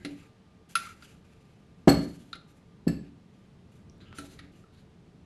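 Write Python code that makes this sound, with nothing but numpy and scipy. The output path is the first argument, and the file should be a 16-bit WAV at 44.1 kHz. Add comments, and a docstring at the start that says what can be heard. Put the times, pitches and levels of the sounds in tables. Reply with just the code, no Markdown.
"""A steel spoon scrapes sugar in a glazed jar and at once taps its wall, over the soft hum of a quiet kitchen.
More strokes, taps and small ticks follow; twice the jar is set down, the counter booms and the glaze rings.
Strokes are grainy noise through resonances; taps and landings are damped sines with dying noise.
Hard walls answer every hit with a noise tail; the room is shaped noise with narrow appliance notes."""
import sys
import numpy as np
from scipy import signal
from scipy.fft import rfft, irfft, next_fast_len
from scipy.io import wavfile
from scipy.ndimage import uniform_filter1d, map_coordinates

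SR = 44100
rng = np.random.default_rng(int(sys.argv[2]) if len(sys.argv) > 2 else 0)


def wav_out(sig):
    """Save sig, one row per channel (or a flat mono array), as 16-bit PCM at SR to the path in sys.argv[1]."""
    wavfile.write(sys.argv[1], SR, np.round(np.clip(np.atleast_2d(sig).T, -1, 1) * 32767).astype(np.int16))


def invert_db(x):
    """Field ratio 10**(x/20) for x, a level in decibels (scalar or array-like)."""
    u = np.asarray(x, float) / 20
    return 10 ** u


N = 231569
SPAN = SR // 2  # length of one hit, in samples

# Levels are relative mix settings unless marked rms.
# Spoon and jar moving through or over sugar: start_s, length_s, scrape_db, fizz_rel_db, scrape_centre_hz
STROKES = [(0.003, 0.046, -60.5, -18, 1940), (0.058, 0.2, -58, -12, 2510), (0.697, 0.02, -65, 1.5, 2930),
           (0.76, .14, -47, -7.5, 2280), (0.937, 0.14, -64.5, -8.5, 2050), (1.029, 0.12, -60, -7, 2770),
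           (1.25, 0.72, -66, -12, 2530), (1.976, 0.17, -62, 0, 4360), (2.16, 0.164, -69, -2, 3200),
           (2.483, .03, -75, -0.5, 2400), (2.548, 0.0234, -76, 0, 2400), (2.894, 0.17, -63, -19, 2610),
           (3.339, 0.13, -73, -13, 2920), (3.723, 0.068, -73.5, -4, 2580), (4.013, 0.021, -54, -30, 3900),
           (4.059, 0.14, -55, -45, 2940), (4.155, 0.025, -61.5, -0.5, 2980),
           (4.192, 0.15, -55.5, -4.5, 4050), (4.383, 0.1, -58, -24, 2075), (4.528, 0.073, -67, -7.5, 2730),
           (4.733, 0.07, -64, -15, 4060)]
# Spoon rubbing the wall so the jar's air sings: start_s, length_s, level_db
WALL_RUBS = [(0.816, 0.015, -56), (0.873, 0.018, -48.5), (4.074, 0.068, -63)]
# Fizz of crushed grains: freq_hz, density_db_per_hz
FIZZ_SPECTRUM = [(2940, -11), (5000, -12.5), (6940, -10), (7580, -7.5), (8130, -20.5), (9490, -12.5),
                 (15300, -30)]
# Spoon resonances under the grains: freq_hz, width_hz (before squaring), level_db
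SPOON_MODES = [(5970, 49, 0), (7640, 80, -10), (9270, 420, -3.5), (10500, 50, -14), (11540, 190, 4)]
# Scrape of sliding grains: freq_hz, density_db_per_hz
SCRAPE_SPECTRUM = [(940, -35), (1600, 6.5), (1710, -3.5), (2160, -1.5), (2330, -2), (5040, -7.5),
                   (5500, -30), (7150, -14.5), (12100, -120)]
# Spoon taps: start_s, level_db, jar_air_rel_db, treble_rel_db, spoon_note_hz
TAPS = [(0.0486, -26.5, -17.5, -24, 2010), (0.7536, -14, -9.5, -23.5, 2627), (1.0228, -46, -5, -28, 1870),
        (2.3297, -32.5, -15, -32, 3790), (2.353, -39.5, -15, -24.5, 2050),
        (4.1846, -30, -11.5, -16.5, 1950), (4.3904, -36, -17, -28, 1987)]
# Spoon and sugar-damped jar: freq_hz, level_db, t60_s (before the taps cap and shorten it)
JAR_MODES = [(2350, -21, 0.88), (2733, 10.5, 0.16), (3330, -19, 0.08), (3770, -3.5, 0.13), (4030, 7, 0.28),
             (4600, -3, 0.26), (5370, 12, 0.011), (6300, 6, 0.09), (6206, 1.5, 0.15), (6700, -11, 0.2),
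             (8200, -14, 0.19), (9040, 9, 0.14), (8980, -32, 0.31), (11800, -27, 0.39), (10700, 18, 0.17),
             (12600, -30, 0.052)]
# Air in the jar: freq_hz, level_db, t60_s
JAR_AIR_MODES = [(1338.5, 4.5, 0.063), (1382, -2.5, 0.071)]
# Noise crack of a tap: freq_hz, density_db_per_hz
TAP_SPECTRUM = [(1000, -10), (1700, -1), (2740, -0.5), (4220, 2), (4940, -4), (8190, -12.5), (9170, -18),
                (12800, -48), (15900, -9)]
# Jar pushed against the counter: start_s, level_db
NUDGES = [(0.048, -37), (2.352, -50.5), (4.1861, -43.5), (4.235, -47), (4.3893, -56.5)]
# Small clicks and short pings: start_s, level_db, pitch_hz, cycles (a third of the t60)
TICKS = [(1.024, -47.5, 4700, 26), (3.898, -44, 5720, 9.5), (3.982, -47.5, 9000, 1.5),
         (4.005, -35.5, 1980, .6), (4.085, -54, 10500, 1.5), (4.128, -24.5, 1400, 0.54),
         (4.64, -53.5, 1320, 23)]
# Jar meets counter at two spots and rocks, so each landing is a list of contacts:
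# start_s, boom_db, ring_db, clatter_db, contact_ms
LANDINGS = [
    [(1.874, -5, -39.5, 0, 2.3), (1.8777, -4, -46, -5, 0.9), (1.8796, -5.5, -57, 13, 2.08),
     (1.887, -14, -29.5, -12, 0.78), (1.893, -34, -24.5, 0.5, 1.38)],
    [(2.8675, -20, -78, -34, 2.7), (2.872, -12, -56.5, -17, 2.41), (2.878, -19, -34, -10, 2.18)],
]
# Slab and cupboard below: freq_hz, level_db, t60_s
COUNTER_MODES = [(71.4, -3, 0.26), (142.3, -11.5, 0.044), (167.1, -9, 0.18), (182, 6, .15), (206, -4, 0.18),
                 (250, -4.5, 0.2), (286.2, 2.5, 0.25), (318, 3.5, 0.07), (365.7, 1, 0.11),
                 (399.2, -4.5, 0.12), (421.8, 0.5, 0.073), (472.4, -8.5, 0.17), (545.7, 0, 0.1095),
                 (641.4, 3, 0.081), (780, -2.5, 0.16), (796, -11, 0.16), (1160, -12, 0.27)]
# Jar wall, one list per landing spot: freq_hz, level_db, t60_s
GLAZE_MODES = [
    [(1770, -9.5, 0.064), (4320, -4, .17), (4340, -3, .15), (4600, -19, 0.034), (5230, -12.5, .08),
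     (6100, -15.5, 0.087), (7750, -7, 0.11), (7780, -10, 0.09), (8510, -17, 0.082), (9960, -19, .06),
     (10460, -12.5, 0.041), (11680, -15, 0.062), (12590, -21.5, 0.076), (13180, -19.5, .06),
     (14340, -14, .04)],
    [(1713, -3.5, 0.066), (2620, -0.5, 0.036), (4390, -2.5, 0.062), (4530, 10.5, 0.023), (5200, -14, 0.065),
     (7740, -1, 0.063), (8700, -26, 0.041), (10600, -10.5, 0.055), (11650, -11, 0.06), (12650, -21, .04)],
]
# Line width of the glaze, one per landing spot: width_hz
GLAZE_BLUR = [13.4, 20]
# Loose shaking over the ring, one per landing spot: level_db
RATTLE_LEVELS = [14.5, 10]
# Sugar and glaze shaking after a landing: freq_hz, density_db_per_hz
RATTLE_SPECTRUM = [(880, -40.5), (1500, -13.5), (3850, -20), (4370, -1), (4910, -22), (7900, -16),
                   (15300, -26.5)]
# Unresolved small modes of a landing: freq_hz, density_db_per_hz
CLATTER_SPECTRUM = [(180, -30.5), (300, 10), (928, -25.5), (1520, -13), (2210, -22.5), (2360, -20),
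                    (3120, -30), (4320, -30), (4620, -29), (15000, -52)]
# Tail of the hard walls: freq_hz, t60_s
WALL_DECAY = [(100, 0.64), (500, 0.37), (3000, 0.44), (12000, 0.26)]
# Room tone: freq_hz, density_db_per_hz
ROOM_SPECTRUM = [(18, -34.5), (30, -7), (48, -15.5), (75, -3.5), (186, -5.5), (314, -13), (441, -11.5),
                 (476, -22), (515, -17), (1250, -29), (3840, -35), (10600, -49.5), (15300, -68.5)]
# Slow drift of the rumble: time_s, level_db_rms
RUMBLE_DRIFT = [(0, -52.5), (0.4, -57.5), (1.0, -56), (2.602, -57.5), (3.4, -57), (4.8, -54.5), (5.25, -59)]
# Appliance notes: freq_hz, width_hz (before squaring), level_db_rms
HUM_NOTES = [(178, 59, -64), (450.5, 25, -74), (1197, 7.2, -79.5)]


def sugar():
    """Crushed grains fizz and make the spoon sing, sliding ones scrape lower, and both stir the jar's air."""
    start, length, db, fizz_db, hz = np.transpose(STROKES)
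    pressure_db = 1.5 * wobble(18)  # the hand's pressure wavers
    scrape_db = stroke_db(start, length) + db[:, None] + pressure_db
    effort_db = scrape_db.max(axis=0)
    centre_hz = hz[np.argmax(scrape_db, axis=0)]  # the loudest stroke sets the colour

    def singing_spoon(f):
        modes = sum(invert_db(db) * abs(peak(f, hz, width)) ** 2 for hz, width, db in SPOON_MODES)
        return invert_db(along(FIZZ_SPECTRUM, f)) * (1 + 2.0 * modes)

    rubbing = grains(size_db=2.0)
    fizz_level = invert_db(np.max(scrape_db + fizz_db[:, None], axis=0) + 2.5)
    fizz = fizz_level * filtered(rubbing, singing_spoon)

    sliding = filtered(rubbing, lambda f: invert_db(along(SCRAPE_SPECTRUM, f)))
    scrape = swept(sliding, centre_hz, width_hz=400, lift=2.6)

    rub_start, rub_length, rub_db = np.transpose(WALL_RUBS)
    rubs = invert_db(stroke_db(rub_start, rub_length) + rub_db[:, None]).sum(axis=0)
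    air_drive = (invert_db(effort_db - 16) + rubs) * invert_db(1.6 * wobble(38))
    air = air_drive * filtered(grains(size_db=2.2), lambda f: peak(f, 1327, 170) ** 2)
    return fizz + invert_db(effort_db - 6.5) * scrape + invert_db(-2.0) * air


def stroke_db(start, length):
    """Level of each stroke in dB under its peak: it digs in, slows, then stops."""
    attack_s, sag_db_per_s, release_db_per_s = 0.011, 25.5, 247  # release adds to the sag
    t = np.arange(N) / SR - start[:, None]
    attack = 20 * np.log10(np.clip(1 + t / attack_s, 1e-6, 1))  # full at the start time
    sag = sag_db_per_s * np.maximum(t, 0)
    release = release_db_per_s * np.maximum(t - length[:, None], 0)
    return attack - sag - release


def grains(size_db):
    """Dense crushing grains: noise with heavy-tailed sizes in small clumps."""
    sizes = size_db * rng.exponential(size=N)
    return rng.standard_normal(N) * invert_db(sizes + 2.0 * wobble(60))


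def taps():
    """Each tap rings spoon, jar and the air in it; nudges knock the counter; small ticks click or ring briefly."""
    out = np.zeros(N + SPAN)
    for s, db, air_db, treble_db, hz in TAPS:
        add(out, s, invert_db(db) * tap(db, air_db, treble_db, hz), room_db=-12)
    knock = nudge()
    for s, db in NUDGES:
        add(out, s, invert_db(db) * knock, room_db=-2.5)
    for s, db, hz, cycles in TICKS:
        tick = ring([(hz, 0, 3 * cycles / hz)], scatter_db=0.5, rise=0.00006)
        add(out, s, invert_db(db) * tick, room_db=-9)
    return out[:N]


def tap(db, air_db, treble_db, hz):
    """Steel on glaze: damped modes, a noise crack, a short spoon note and the jar's air."""
    ring_growth = 0.25  # dB of extra jar ring per dB of tap strength
    tilt = [(5000, 0.025), (7000, treble_db + 19.5)]  # Hz, dB
    modes = [(f, g + along(tilt, f), min(t60, 0.1)) for f, g, t60 in JAR_MODES]
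    steel = ring(modes, scatter_db=2.0, damping=2.04, blur_hz=60.5)
    crack_spectrum = [(f, g + along(tilt, f)) for f, g in TAP_SPECTRUM]
    crack = dying(crack_spectrum, [(1000, 0.11), (6000, 0.08), (14000, 0.075)])

    # where the grip lets the spoon ring
    top_db = -5 + 2 * along(tilt, 1.6 * hz)
    partials = [(1.1 * hz, -4, 0.025), (hz, 0, 0.04), (1.07 * hz, -4, 0.03), (1.9 * hz, top_db, 0.03)]
    note = ring(partials, scatter_db=-1.5, blur_hz=150)
    note_db = -10.5 - 1.12 * (treble_db + 24.5)  # a dull tap is mostly that note

    air = ring(JAR_AIR_MODES, scatter_db=4.0, blur_hz=39.5)
    hit = invert_db(-23 + ring_growth * db) * steel + invert_db(11.5) * crack
    hit = hit + invert_db(note_db) * note + invert_db(air_db + 2.5) * air
    return above(hit, hz=1212, order=7)


def nudge():
    """A push on the counter through the jar, favouring the modes near one pitch."""
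    favoured_hz, fall_db_per_octave = 308, 9
    modes = [(f, g - fall_db_per_octave * abs(np.log2(f / favoured_hz)), t60) for f, g, t60 in COUNTER_MODES]
    return ring(modes, scatter_db=2.0, damping=1.1, rise=0.0023)


def landings():
    """A soft push booms in the counter, duller the longer the contact; hard edges clatter and ring the glaze."""
    out = np.zeros(N + SPAN)
    boom = ring(COUNTER_MODES, scatter_db=2.0)
    for contacts, wall, blur_hz, rattle_db in zip(LANDINGS, GLAZE_MODES, GLAZE_BLUR, RATTLE_LEVELS):
        for s, boom_db, ring_db, clatter_db, ms in contacts:
            low = counter_push(boom, ms)
            clatter = dying(CLATTER_SPECTRUM, [(300, 0.075), (3000, 0.11), (12000, 0.091)])
            clatter = above(clatter, hz=264, order=2)
            glaze = ring(wall, scatter_db=4, rise=0.0019, blur_hz=blur_hz)
            glaze += invert_db(rattle_db) * dying(RATTLE_SPECTRUM, [(2000, 0.09), (12000, 0.083)])
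            hit = invert_db(clatter_db) * clatter - invert_db(boom_db) * low + invert_db(ring_db) * glaze
            add(out, s, hit, room_db=-6.5)
    return above(out[:N], hz=59.8, order=4)


def counter_push(boom, ms):
    """The slab's first swing, half a cycle per contact time, and its boom smoothed by the push."""
    u = np.arange(SPAN) / SR
    push = np.hanning(max(round(ms * SR / 1000), 4))
    swing = 1.735 * np.sin(2 * np.pi * u * 500 / ms)
    swing = swing * invert_db(-60 * u * 1000 / (9 * ms))  # t60 of nine contact times
    swing = swing * np.minimum(u * 3000 / ms, 1)  # rises over a third of the contact
    flex = signal.fftconvolve(swing, push[::2] / push[::2].sum())[:SPAN]  # a long contact has no sharp edge
    pushed_boom = signal.fftconvolve(boom, push / push.sum())[:SPAN]
    return above(flex, hz=118.2, order=2) + invert_db(-17.0) * pushed_boom


def add(track, s, hit, room_db):
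    """Places a hit with the walls' answer, which starts after the first bounce."""
    tail = np.pad(dying([(100, 0)], WALL_DECAY), (round(0.006 * SR), 0))
    answer = signal.fftconvolve(hit, tail)[:SPAN]
    track[round(s * SR):][:SPAN] += hit + invert_db(room_db) * answer


def kitchen():
    """Rumble in lumps, smoother hiss and narrow unsteady appliance notes."""
    def low(f):
        return 1 / (1 + (f / 500) ** 4)

    def room(f):
        return invert_db(along(ROOM_SPECTRUM, f))

    rumble_db = np.interp(np.arange(N) / SR, *np.transpose(RUMBLE_DRIFT)) + 1.4 * wobble(2.9)
    rumble = invert_db(rumble_db) * filtered(rng.standard_normal(N), lambda f: room(f) * low(f))
    hiss_db = -67.82 + 0.27 * wobble(3.03)
    hiss = invert_db(hiss_db) * filtered(rng.standard_normal(N), lambda f: room(f) * (1 - low(f)))
    notes = np.zeros(N)
    for hz, width, db in HUM_NOTES:
        notes += invert_db(db) * filtered(rng.standard_normal(N), lambda f: peak(f, hz, width) ** 2)
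    return rumble + hiss + notes


def ring(modes, scatter_db, damping=1, rise=0.00044, blur_hz=0):
    """Damped sines at new strengths; damping shortens every decay, loose contact makes the phases wander."""
    hz, db, t60 = np.transpose(modes)[:, :, None]
    t = np.arange(SPAN) / SR
    db = db + scatter_db * rng.standard_normal(db.shape)
    hold = 16  # samples per step of the phase's random walk
    steps = rng.standard_normal((len(hz), SPAN // hold + 1)) * np.sqrt(2 * np.pi * hold * blur_hz / SR)
    walk = np.cumsum(steps, axis=1) - steps[:, :1]
    wander = uniform_filter1d(np.repeat(walk, hold, axis=1)[:, :SPAN], size=hold)
    waves = invert_db(db - 60 * damping * t / t60) * np.sin(2 * np.pi * hz * t + wander)
    return waves.sum(axis=0) * (1 - np.exp(-t / rise))


def dying(spectrum, t60s):
    """Noise of energy 1 whose bands each die at their own speed, after a rise of 0.23 ms."""
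    hz, t, z = signal.stft(rng.standard_normal(SPAN), SR, nperseg=128)
    level_db = along(spectrum, hz)[:, None] - 60 * t / along(t60s, hz)[:, None]
    x = signal.istft(z * invert_db(level_db), SR, nperseg=128)[1][:SPAN]
    x = x * np.minimum(np.arange(SPAN) / (0.00023 * SR), 1) ** 2
    return x / np.linalg.norm(x)


def swept(x, centre_hz, width_hz, lift):
    """x with a resonance that follows a curve, brought to rms 1."""
    hz, t, z = signal.stft(x, SR, nperseg=256)
    centre = centre_hz[np.minimum((t * SR).astype(int), N - 1)]
    gain = 1 + lift * np.exp(-((hz[:, None] - centre) / width_hz) ** 2)
    return unit(signal.istft(z * gain, SR, nperseg=256)[1][:N])


def filtered(x, response):
    """x times a response of frequency, brought to rms 1."""
    m = next_fast_len(N + SR // 2)
    spectrum = rfft(x, m) * response(np.fft.rfftfreq(m, 1 / SR))
    return unit(irfft(spectrum, m)[:N])


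def peak(f, hz, width_hz):
    """Complex response of one resonance, 1 at its centre."""
    return 1j * f * width_hz / (hz * hz - f * f + 1j * f * width_hz)


def above(x, hz, order):
    """Causal high-pass: takes the lowest bass out of hits."""
    return signal.sosfilt(signal.butter(order, hz, "high", fs=SR, output="sos"), x)


def wobble(rate):
    """A smooth random curve, rate knots a second."""
    return map_coordinates(rng.standard_normal(int(N * rate / SR) + 4), [np.arange(N) * rate / SR])


def along(points, hz):
    """Reads (Hz, value) points on a log frequency axis."""
    f, v = np.transpose(points)
    return np.interp(np.log(hz + 1), np.log(f + 1), v)


def unit(x):
    """Brought to rms 1."""
    return x / np.sqrt(np.mean(x ** 2) + 1e-20)


def scene():
    """All sources at one microphone."""
    return (landings() + taps() + sugar() + kitchen())[None]


def top_cut(x):
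    """Nothing passes above the cut-off."""
    return signal.sosfilt(signal.butter(12, 16080, fs=SR, output="sos"), x)


def record(dry):
    """The microphone path closes steeply at the top."""
    low_pass = signal.cheby2(10, 50, 16200, fs=SR, output="sos")  # 50 dB down from 16.2 kHz
    mix = signal.sosfilt(low_pass, dry)
    return top_cut(mix)


dry = scene()
out = record(dry)
wav_out(out)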